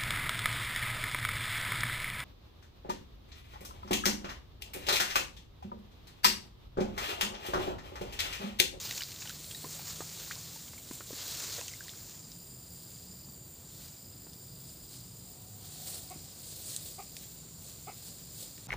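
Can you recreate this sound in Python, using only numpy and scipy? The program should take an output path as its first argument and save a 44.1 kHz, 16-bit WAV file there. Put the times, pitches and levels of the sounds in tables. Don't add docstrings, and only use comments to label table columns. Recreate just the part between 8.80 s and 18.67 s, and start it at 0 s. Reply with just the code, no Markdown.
import sys
import numpy as np
from scipy import signal
from scipy.fft import rfft, irfft, next_fast_len
from scipy.io import wavfile

SR = 44100
rng = np.random.default_rng(int(sys.argv[2]) if len(sys.argv) > 2 else 0)


def elevation(decibels):
    levels = np.asarray(decibels, float)
    return 10 ** (levels / 20)


def bounce(signal):
    frames = np.transpose(np.atleast_2d(signal))
    limited = np.clip(frames, -1, 1)
    pcm = np.round(limited * 32767).astype(np.int16)
    wavfile.write(sys.argv[1], SR, pcm)


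N = 435311

# f/Hz, level/dB per Hz
AIR_COLOUR = [(25, -39), (50, -4), (130, 0.5), (255, -9), (750, -20), (1100, -24.5), (2200, -30.5),
              (4000, -25), (4900, -21.5), (5500, -32), (6400, -33.5), (8200, -16), (10000, -27.5),
              (12300, -39), (15400, -25.5)]
# f/Hz, width/Hz, mean level/dB
RUMBLE_TONES = [(90.4, 17, -66)]
# f/Hz, level/dB per Hz
TEARING_COLOUR = [(150, -44), (300, -4), (1000, -3.5), (1800, -2.5), (3100, 0), (4100, 6), (5600, 5.5),
                  (7200, 7.5), (9500, -21), (12000, -9.5), (14800, 3.5), (15400, -4.5)]
# f/Hz, level/dB per Hz
BRUSHING_COLOUR = [(150, -55), (300, -8.5), (650, -8), (1000, -34), (2000, -22), (4300, -2.5),
                   (5900, -10.5), (7900, 0), (10000, -6.5), (12100, -14.5), (14700, -3), (15400, -6)]
# t/s, level/dB, share of light brushing/0-1
STIR = [(0.0, -47.5, 0), (0.5, -47.5, 0.26), (0.65, -47, 0.65), (1.25, -46.5, 0.4), (1.7, -48, 0.33),
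        (2.05, -51.5, 0.57), (3.0, -50.5, 0.53), (3.3, -51.5, 0.25), (3.45, -57.5, 0.25),
        (3.76, -62.5, 0.67), (4.11, -53.5, 0.8), (4.6, -64.5, 0.4), (5.0, -56.5, 0.5), (5.3, -61, 0.73),
        (6.7, -56, 0.9), (7.3, -52, 0.7), (8.3, -53, 0.83), (8.8, -58, 0.63), (9.1, -53, 0.78),
        (9.87, -54, 0.7)]
# t/s, hold/s, top level/dB, share of light brushing/0-1
PULLS = [(0.0, 0.18, -40.5, 0.25), (0.93, 0.022, -44.5, 0.5), (1.08, 0.025, -45, 0.2),
         (1.372, 0.17, -46, 0.16), (2.133, 0.016, -47.5, 0.57), (2.369, 0.42, -39.5, 0.3),
         (3.083, .03, -61, 0.4), (5.02, .02, -49.5, 0.75), (5.855, .03, -54, 1), (6.133, 0.022, -50.5, 0.8),
         (6.858, 0.22, -49.5, 0.77), (7.088, 0.061, -40.5, 0.93), (7.655, 0.27, -46.5, 1),
         (7.908, 0.023, -43, 0.8), (8.067, 0.016, -45, 0.92), (8.417, .02, -51, 0.56),
         (8.868, 0.025, -49, 0.9), (9.259, 0.022, -49, 0.9), (9.612, 0.017, -44.5, 0.92)]
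# f/Hz, level/dB per Hz
KATYDID_COLOUR = [(9000, -61), (11000, -15), (12400, -17), (13500, -10), (15050, -3), (15210, 5),
                  (15350, -5.5)]
# t/s, level/dB
CHORUS = [(0.0, -58.5), (2.0, -57), (3.25, -55.5), (4.2, -56.5), (5.5, -58), (7.0, -58), (8.3, -56),
          (9.87, -56)]
# f/Hz, width of the first resonance/Hz, relative level/dB
CHORUS_VOICES = [(7020, 200, -17.5), (7154, 240, -5.5), (7240, 180, -7.5)]
# t/s, mean level/dB
FAR_CRICKET = [(2.9, -76), (3.15, -70), (4.5, -63), (4.85, -70), (5.1, -68)]
# t/s, ring level/dB, ring f/Hz, crack peak level/dB
SNAPS = [(0.055, -29, 6060, -40), (0.11, -28, 3800, -25), (0.1846, -37, 4400, -43),
         (0.2207, -24, 4400, -35), (0.2265, -33, 4300, -42), (0.2353, -21.5, 4770, -38),
         (0.3082, -36, 5200, -40), (0.3182, -34, 4200, -37), (0.3265, -36, 5000, -38),
         (0.3617, -36, 3720, -45), (0.4215, -39, 2600, -34), (0.4266, -34, 3900, -43),
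         (0.4522, -38, 6000, -45), (0.4735, -42, 2900, -35), (0.4946, -32, 3700, -27.5),
         (0.5092, -36, 3500, -38), (0.6442, -34.5, 4000, -44), (1.5132, -36, 4300, -36),
         (1.555, -30, 5000, -40), (1.8802, -43, 3200, -45), (2.8122, -24.5, 6450, -37),
         (2.8811, -25.5, 6300, -35), (2.8992, -36, 5450, -50), (2.9362, -34, 5100, -40),
         (3.0392, -38, 5700, -37), (3.1012, -36, 5400, -45), (3.0822, -35, 4300, -42),
         (3.2957, -37, 5990, -41), (3.5182, -35, 5200, -39), (5.5324, -44, 6000, -37),
         (7.9641, -27, 4130, -42), (7.9639, -16.5, 8100, -27), (7.3, -30, 8100, -42),
         (8.3667, -38, 4400, -28), (9.7792, -47, 2940, -38.5)]
# t/s, ring level/dB, ring f/Hz, ring time/ms, crack peak level/dB
POPS = [(0.1792, -35, 2500, 2.5, -54), (0.206, -32.5, 2990, 4.8, -28.5), (0.455, -49, 1500, 14, -35.5),
        (0.7102, -38.5, 3180, 3.9, -33), (0.746, -37.5, 3870, 9.9, -34), (0.747, -48, 1890, 8.4, -51),
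        (1.562, -49, 1010, 7, -58), (3.0928, -34, 3570, 2.1, -42), (1.758, -49.5, 900, 13, -53),
        (1.932, -50, 925, 5.5, -44), (5.466, -46, 300, 6.5, -49.5), (0.8419, -35, 310, 7, -35),
        (0.843, -42, 1040, 14, -51), (0.86, -43, 430, 8.3, -50), (0.993, -44, 815, 6, -41.5),
        (1.205, -31, 422, 2.8, -33), (1.219, -38, 806, 2.7, -44), (1.5142, -44, 2460, 11, -33),
        (4.485, -42, 200, 8, -52), (2.912, -49, 2100, 5.3, -57), (3.056, -56, 1000, 9.6, -58),
        (3.135, -52, 1510, 4.3, -46), (1.979, -47, 2260, 5.5, -45), (2.1106, -32, 267, 5, -36.5),
        (2.205, -46, 500, 3, -36.5), (2.306, -35.5, 467, 5.1, -48), (2.33, -34.5, 273, 4.4, -46),
        (2.7816, -40, 557, 5, -41), (2.7901, -38.5, 534, 7.3, -41), (2.794, -38, 3560, 3, -50),
        (2.811, -44, 970, 8.6, -38), (2.881, -42, 3120, 3.3, -33), (2.936, -41, 2090, 5.9, -44),
        (3.0067, -37, 1590, 5.1, -58), (3.082, -40, 1880, 2.6, -44), (7.3587, -41, 302, 6.5, -51)]
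# t/s, peak level/dB, first f/Hz, last f/Hz, length/ms
SQUEAKS = [(0.2165, -37, 1220, 3200, 8.9), (1.5096, -32, 1100, 2400, 5.4), (0.499, -44, 1250, 1900, 12)]
# [(t/s, f/Hz), ..]
DRONES = [(-58, [(0.35, 144.5), (1.0, 156.9), (2.0, 168)]), (-59.5, [(3.4, 169), (4.5, 185)]),
          (-61.5, [(4.2, 155.5), (5.4, 164.5), (7.0, 186.1)]), (-60, [(6.7, 152.2), (8.0, 155.8),
          (8.5, 165.4), (9.87, 167.4)]), (-59.5, [(3.6, 126.7), (5.6, 133.3), (6.05, 127.8), (7.0, 93.1)])]
# t/s, number of chirps, chirp to chirp/ms, typical peak level/dB
CRICKET_PHRASES = [(1.5145, 12, 40.3, -57), (2.915, 34, 39.77, -54), (4.274, 5, 41.0, -52),
                   (5.0488, 38, 39.7, -53.5), (7.237, 29, 39.7, -53), (9.058, 19, 40.95, -54)]
# t/s, typical peak level/dB
TRILL = [(3.2, -69), (3.35, -58), (4.0, -58), (4.2, -73), (4.8, -64), (4.95, -75)]
# t/s, level/dB
HUM = [(6.3, -116), (6.45, -72), (7.1, -65.5), (7.6, -74), (7.9, -91)]
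# t/s, length/s, top f/Hz, top level ahead of the throat/dB
CLUCKS = [(7.303, 0.029, 386, -47.5), (8.18, 0.032, 422, -46), (9.069, 0.0342, 453, -44.5)]
# f/Hz, gain/dB
CLUCK_THROAT = [(300, -16), (430, -6.5), (780, 1.5), (1000, -13.5), (1280, -3.5), (1650, -37), (2150, -12),
                (2450, -13), (2900, -27), (3600, -44)]


def unit_rms(x):
    return x / np.sqrt(np.mean(x ** 2) + 1e-20)


def in_time(rows):
    s, *columns = np.transpose(rows)
    return [np.interp(np.arange(N) / SR, s, c) for c in columns]


def at_hz(points, hz):
    table_hz, db = np.transpose(points)
    return np.interp(np.log(hz), np.log(table_hz), db)


def drift(rate_hz):
    r = np.exp(-80 * np.pi * rate_hz / SR)
    noise = rng.standard_normal(N // 40 + 2002)
    slow = signal.lfilter([1], [1, -2 * r, r * r], noise)[2000:]
    return np.interp(np.arange(N) / 40, np.arange(len(slow)), unit_rms(slow - slow.mean()))


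def resonance(x, hz, width_hz):
    r = np.exp(-np.pi * width_hz / SR)
    poles = [1, -2 * r * np.cos(2 * np.pi * hz / SR), r * r]
    return signal.lfilter([(1 - r * r) / 2, 0, (r * r - 1) / 2], poles, x)


def ringing_noise(hz, *widths_hz):
    x = rng.standard_normal(N)
    for width_hz in widths_hz:
        x = resonance(x, hz, width_hz)
    return unit_rms(x)


def coloured(x, spectrum):
    size = next_fast_len(N)
    hz = np.maximum(np.arange(size // 2 + 1) * SR / size, 1)
    return unit_rms(irfft(rfft(x, size) * elevation(at_hz(spectrum, hz)), size)[:N])


def grove(x, wet_db, t60_s):
    t = np.arange(SR // 4) / SR
    haze = np.diff(rng.standard_normal(len(t) + 1)) * elevation(-60 * t / t60_s) * (t > .006)
    haze = signal.lfilter([1], [1, -.6], haze)
    haze /= np.sqrt(np.sum(haze ** 2))
    return x + elevation(wet_db) * signal.fftconvolve(x, haze)[:N]


def air():
    out = elevation(-53.5) * coloured(rng.standard_normal(N), AIR_COLOUR)
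    for hz, width_hz, level_db in RUMBLE_TONES:
        out += elevation(level_db + 2.4 * drift(0.83)) * ringing_noise(hz, width_hz)
    return out


def grass_motion():
    rise_db_per_s, fall_db_per_s = 132, 121
    arch_db_per_s = 7.5
    t = np.arange(N) / SR
    stir_db, share = in_time(STIR)
    power = elevation(2 * stir_db)
    brushed = power * share
    for s, hold_s, db, share in PULLS:
        loss_db = rise_db_per_s * np.maximum(s - t, 0)
        loss_db += fall_db_per_s * np.maximum(t - s - hold_s, 0)
        loss_db += arch_db_per_s * abs(np.clip(t - s, 0, hold_s) - hold_s / 2)
        pull = elevation(2 * (db - np.minimum(loss_db, 80)))
        power, brushed = power + pull, brushed + pull * share
    return 10 * np.log10(power), np.clip(brushed / power, 0, 1)


def rustle(grain_db=2.5, clump_db=1.4, patchy_db=1.25):
    level_db, brushing = grass_motion()
    blend, out, size = np.zeros(N), np.zeros(N), next_fast_len(N)
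    for colour, share in ((TEARING_COLOUR, 1 - brushing), (BRUSHING_COLOUR, brushing)):
        grains = elevation(grain_db * np.minimum(rng.exponential(1, N), 6)) * rng.standard_normal(N)
        clumped = grains * elevation(clump_db * drift(79))
        blend += np.sqrt(share) * coloured(clumped, colour)
    hz = np.arange(size // 2 + 1) * SR / size
    half_octaves = 2 * np.log2(np.clip(hz, 300, 19200) / 300)
    spectrum = rfft(blend, size)
    for step in range(13):
        band = irfft(spectrum * np.clip(1 - abs(half_octaves - step), 0, 1), size)[:N]
        out += elevation(patchy_db * drift(10.2)) * band
    return elevation(level_db) * out


def crackle(per_s=400, over_db=1.0, cycles=9):
    level_db, brushing = grass_motion()
    struck = rng.random(N) < per_s / SR
    ticks = struck * elevation(3.5 * np.minimum(rng.standard_normal(N), 1.5)) + 1e-18
    dealt = rng.integers(0, 12, N)
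    rings = np.zeros(N)
    for k, hz in enumerate(np.geomspace(1100, 7500, 12)):
        rings += cycles * resonance(ticks * (dealt == k), hz, hz / cycles) * SR / hz / 20
    return elevation(level_db + over_db - 14.3 * brushing) * rings


def katydid(rasps_per_s=22.6, tooth_gap=0.33, width=0.1, leak=1.5):
    cycle = np.cumsum(rasps_per_s * (1 + 0.014 * drift(2.0))) / SR % 1
    gate = leak + sum(np.exp(-((cycle - .15 - k * tooth_gap) / width) ** 2) for k in range(3))
    swell = elevation(1.2 * drift(5.7))
    return elevation(-52) * unit_rms(gate * swell * coloured(rng.standard_normal(N), KATYDID_COLOUR))


def chorus():
    many = rng.standard_normal(N) * elevation(0.84 * drift(45))
    voices = np.zeros(N)
    for hz, width_hz, db in CHORUS_VOICES:
        voices += elevation(db) * resonance(resonance(many, hz, width_hz), hz, 2 * width_hz)
    return elevation(in_time(CHORUS)[0]) * unit_rms(voices)


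def whine():
    return elevation(-71) * ringing_noise(8585, 20)


def far_cricket():
    level_db = in_time(FAR_CRICKET)[0] + 2.0 * drift(30)
    return elevation(level_db) * ringing_noise(4760, 250, 300)


def breaks(rows, crack_ms, rise=0.04, ragged=2.1, plain=0.9):
    out, t = np.zeros(N + 2000), np.arange(2000) / SR
    for s, ring_db, hz, ms, crack_db in rows:
        top_hz = 1160 + 1.76 * hz
        age = t / (ms / 1000)
        swell = 3.01 * age * np.exp(1 - 3.4 * age)
        ring = swell * np.sin(2 * np.pi * hz * t * (1 - rise / 2 + rise * age / 2))
        noise = rng.standard_normal(2000)
        ticks = noise * abs(noise) ** ragged
        burst = ticks * np.exp(-t / (crack_ms / 1000)) * np.minimum(4000 * t / crack_ms, 1)
        band = signal.butter(2, [hz / 2, min(top_hz, .4 * SR)], "band", fs=SR, output="sos")
        crack = signal.sosfilt(band, burst)
        patches_hz = hz / 2 * (2 * top_hz / hz) ** rng.random(3)
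        crack = plain * crack + sum(resonance(crack, p_hz, p_hz / 9) for p_hz in patches_hz)
        at = round(s * SR)
        out[at:at + 2000] += elevation(ring_db) * ring + elevation(crack_db) * crack / abs(crack).max()
    return out[:N]


def snaps(ring_cycles=3.6):
    rows = [(s, db, hz, 1000 * ring_cycles / hz, crack_db) for s, db, hz, crack_db in SNAPS]
    return breaks(rows, crack_ms=2.3)


def pops():
    return breaks(POPS, crack_ms=5.9)


def squeaks():
    out = np.zeros(N)
    for s, db, first_hz, last_hz, ms in SQUEAKS:
        length = ms / 1000 * SR
        age = np.arange(round(length)) / length
        phase = 2 * np.pi * np.cumsum(first_hz + (last_hz - first_hz) * age) / SR
        at = round(s * SR)
        out[at:at + len(age)] += elevation(db) * np.sin(np.pi * age ** 0.73) * np.sin(phase)
    return out


def drones(fade_s=0.18):
    out, t = np.zeros(N), np.arange(N) / SR
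    for db, glide in DRONES:
        s, hz = np.transpose(glide)
        fade = np.clip(np.minimum(t - s[0], s[-1] - t) / fade_s, 0, 1)
        phase = 2 * np.pi * np.cumsum(np.interp(t, s, hz) * (1 + .008 * drift(4))) / SR
        out += fade * elevation(db + 4.15 * drift(2.2)) * np.sin(phase)
    return out


def strokes(times, db, hz, ms, sag_hz_per_ms=0):
    out, t = np.zeros(N), np.arange(-300, 300) / SR
    for s, level_db, (a, b, c) in zip(times, db, rng.standard_normal((len(times), 3))):
        at = round(s * SR)
        tone = np.cos(2 * np.pi * (hz * (1 + .009 * a) - 500 * sag_hz_per_ms * t) * t + 3 * c)
        bell = np.exp(-(t / (ms / 1000)) ** 2)
        out[at - 300:at + 300] += elevation(level_db + 1.5 * b) * bell * tone
    return out


def crickets(stroke_gap_s=.0125):
    out = np.zeros(N)
    for s, chirps, gap_ms, level_db in CRICKET_PHRASES:
        first = s + gap_ms / 1000 * np.arange(chirps)
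        times = np.concatenate([first, first + stroke_gap_s])
        out += strokes(times, np.full(len(times), level_db), hz=4950, ms=3.8, sag_hz_per_ms=40)
    return out


def trill(period_s=.01379):
    times = 3.3015 + period_s * np.arange(-7, 118)
    return strokes(times, np.interp(times, *np.transpose(TRILL)), hz=9220, ms=2.4)


def hum():
    return elevation(in_time(HUM)[0]) * ringing_noise(744, 40)


def bird(rough=0.2):
    rest_hz, top_at, sharp = 343.7, 0.56, 1.42
    arch_db = 7.5
    out = np.zeros(N)
    for s, length_s, top_hz, top_db in CLUCKS:
        at = np.arange(round(s * SR), round((s + length_s) * SR))
        arch = np.interp((at / SR - s) / length_s, [0, top_at, 1], [0, 1, 0])
        hz = rest_hz + (top_hz - rest_hz) * arch ** sharp
        phase = 2 * np.pi * np.cumsum(hz) / SR
        voice = sum(elevation(at_hz(CLUCK_THROAT, k * hz)) * np.sin(k * phase) for k in range(1, 10))
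        level = elevation(top_db - arch_db * (1 - arch) ** 2) * np.minimum(8 * arch, 1)
        out[at] = np.sqrt(2) * level * voice
    out = out * (1 + rough * drift(280))
    echo = 1.9398 * np.gradient(out)
    return out + np.roll(echo, round(0.021 * SR))


def scene():
    near = grove(crackle() + snaps() + pops() + squeaks(), wet_db=-9.5, t60_s=0.1)
    insects = grove(chorus() + whine() + crickets() + trill(), wet_db=-12, t60_s=0.16)
    distant_bird = grove(bird(), wet_db=-5, t60_s=.22)
    tones = far_cricket() + hum()
    mix = air() + rustle() + katydid() + drones() + near + insects + distant_bird + tones
    return np.tile(mix, (2, 1))


def roll_off(x):
    return signal.sosfilt(signal.butter(12, 16840, fs=SR, output="sos"), x)


def record(dry):
    hz = np.arange(N // 2 + 1) * SR / N
    mix = irfft(rfft(dry) * np.clip((15520 - hz) / 60, 0, 1), N)
    return roll_off(mix)


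dry = scene()
out = record(dry)
bounce(out)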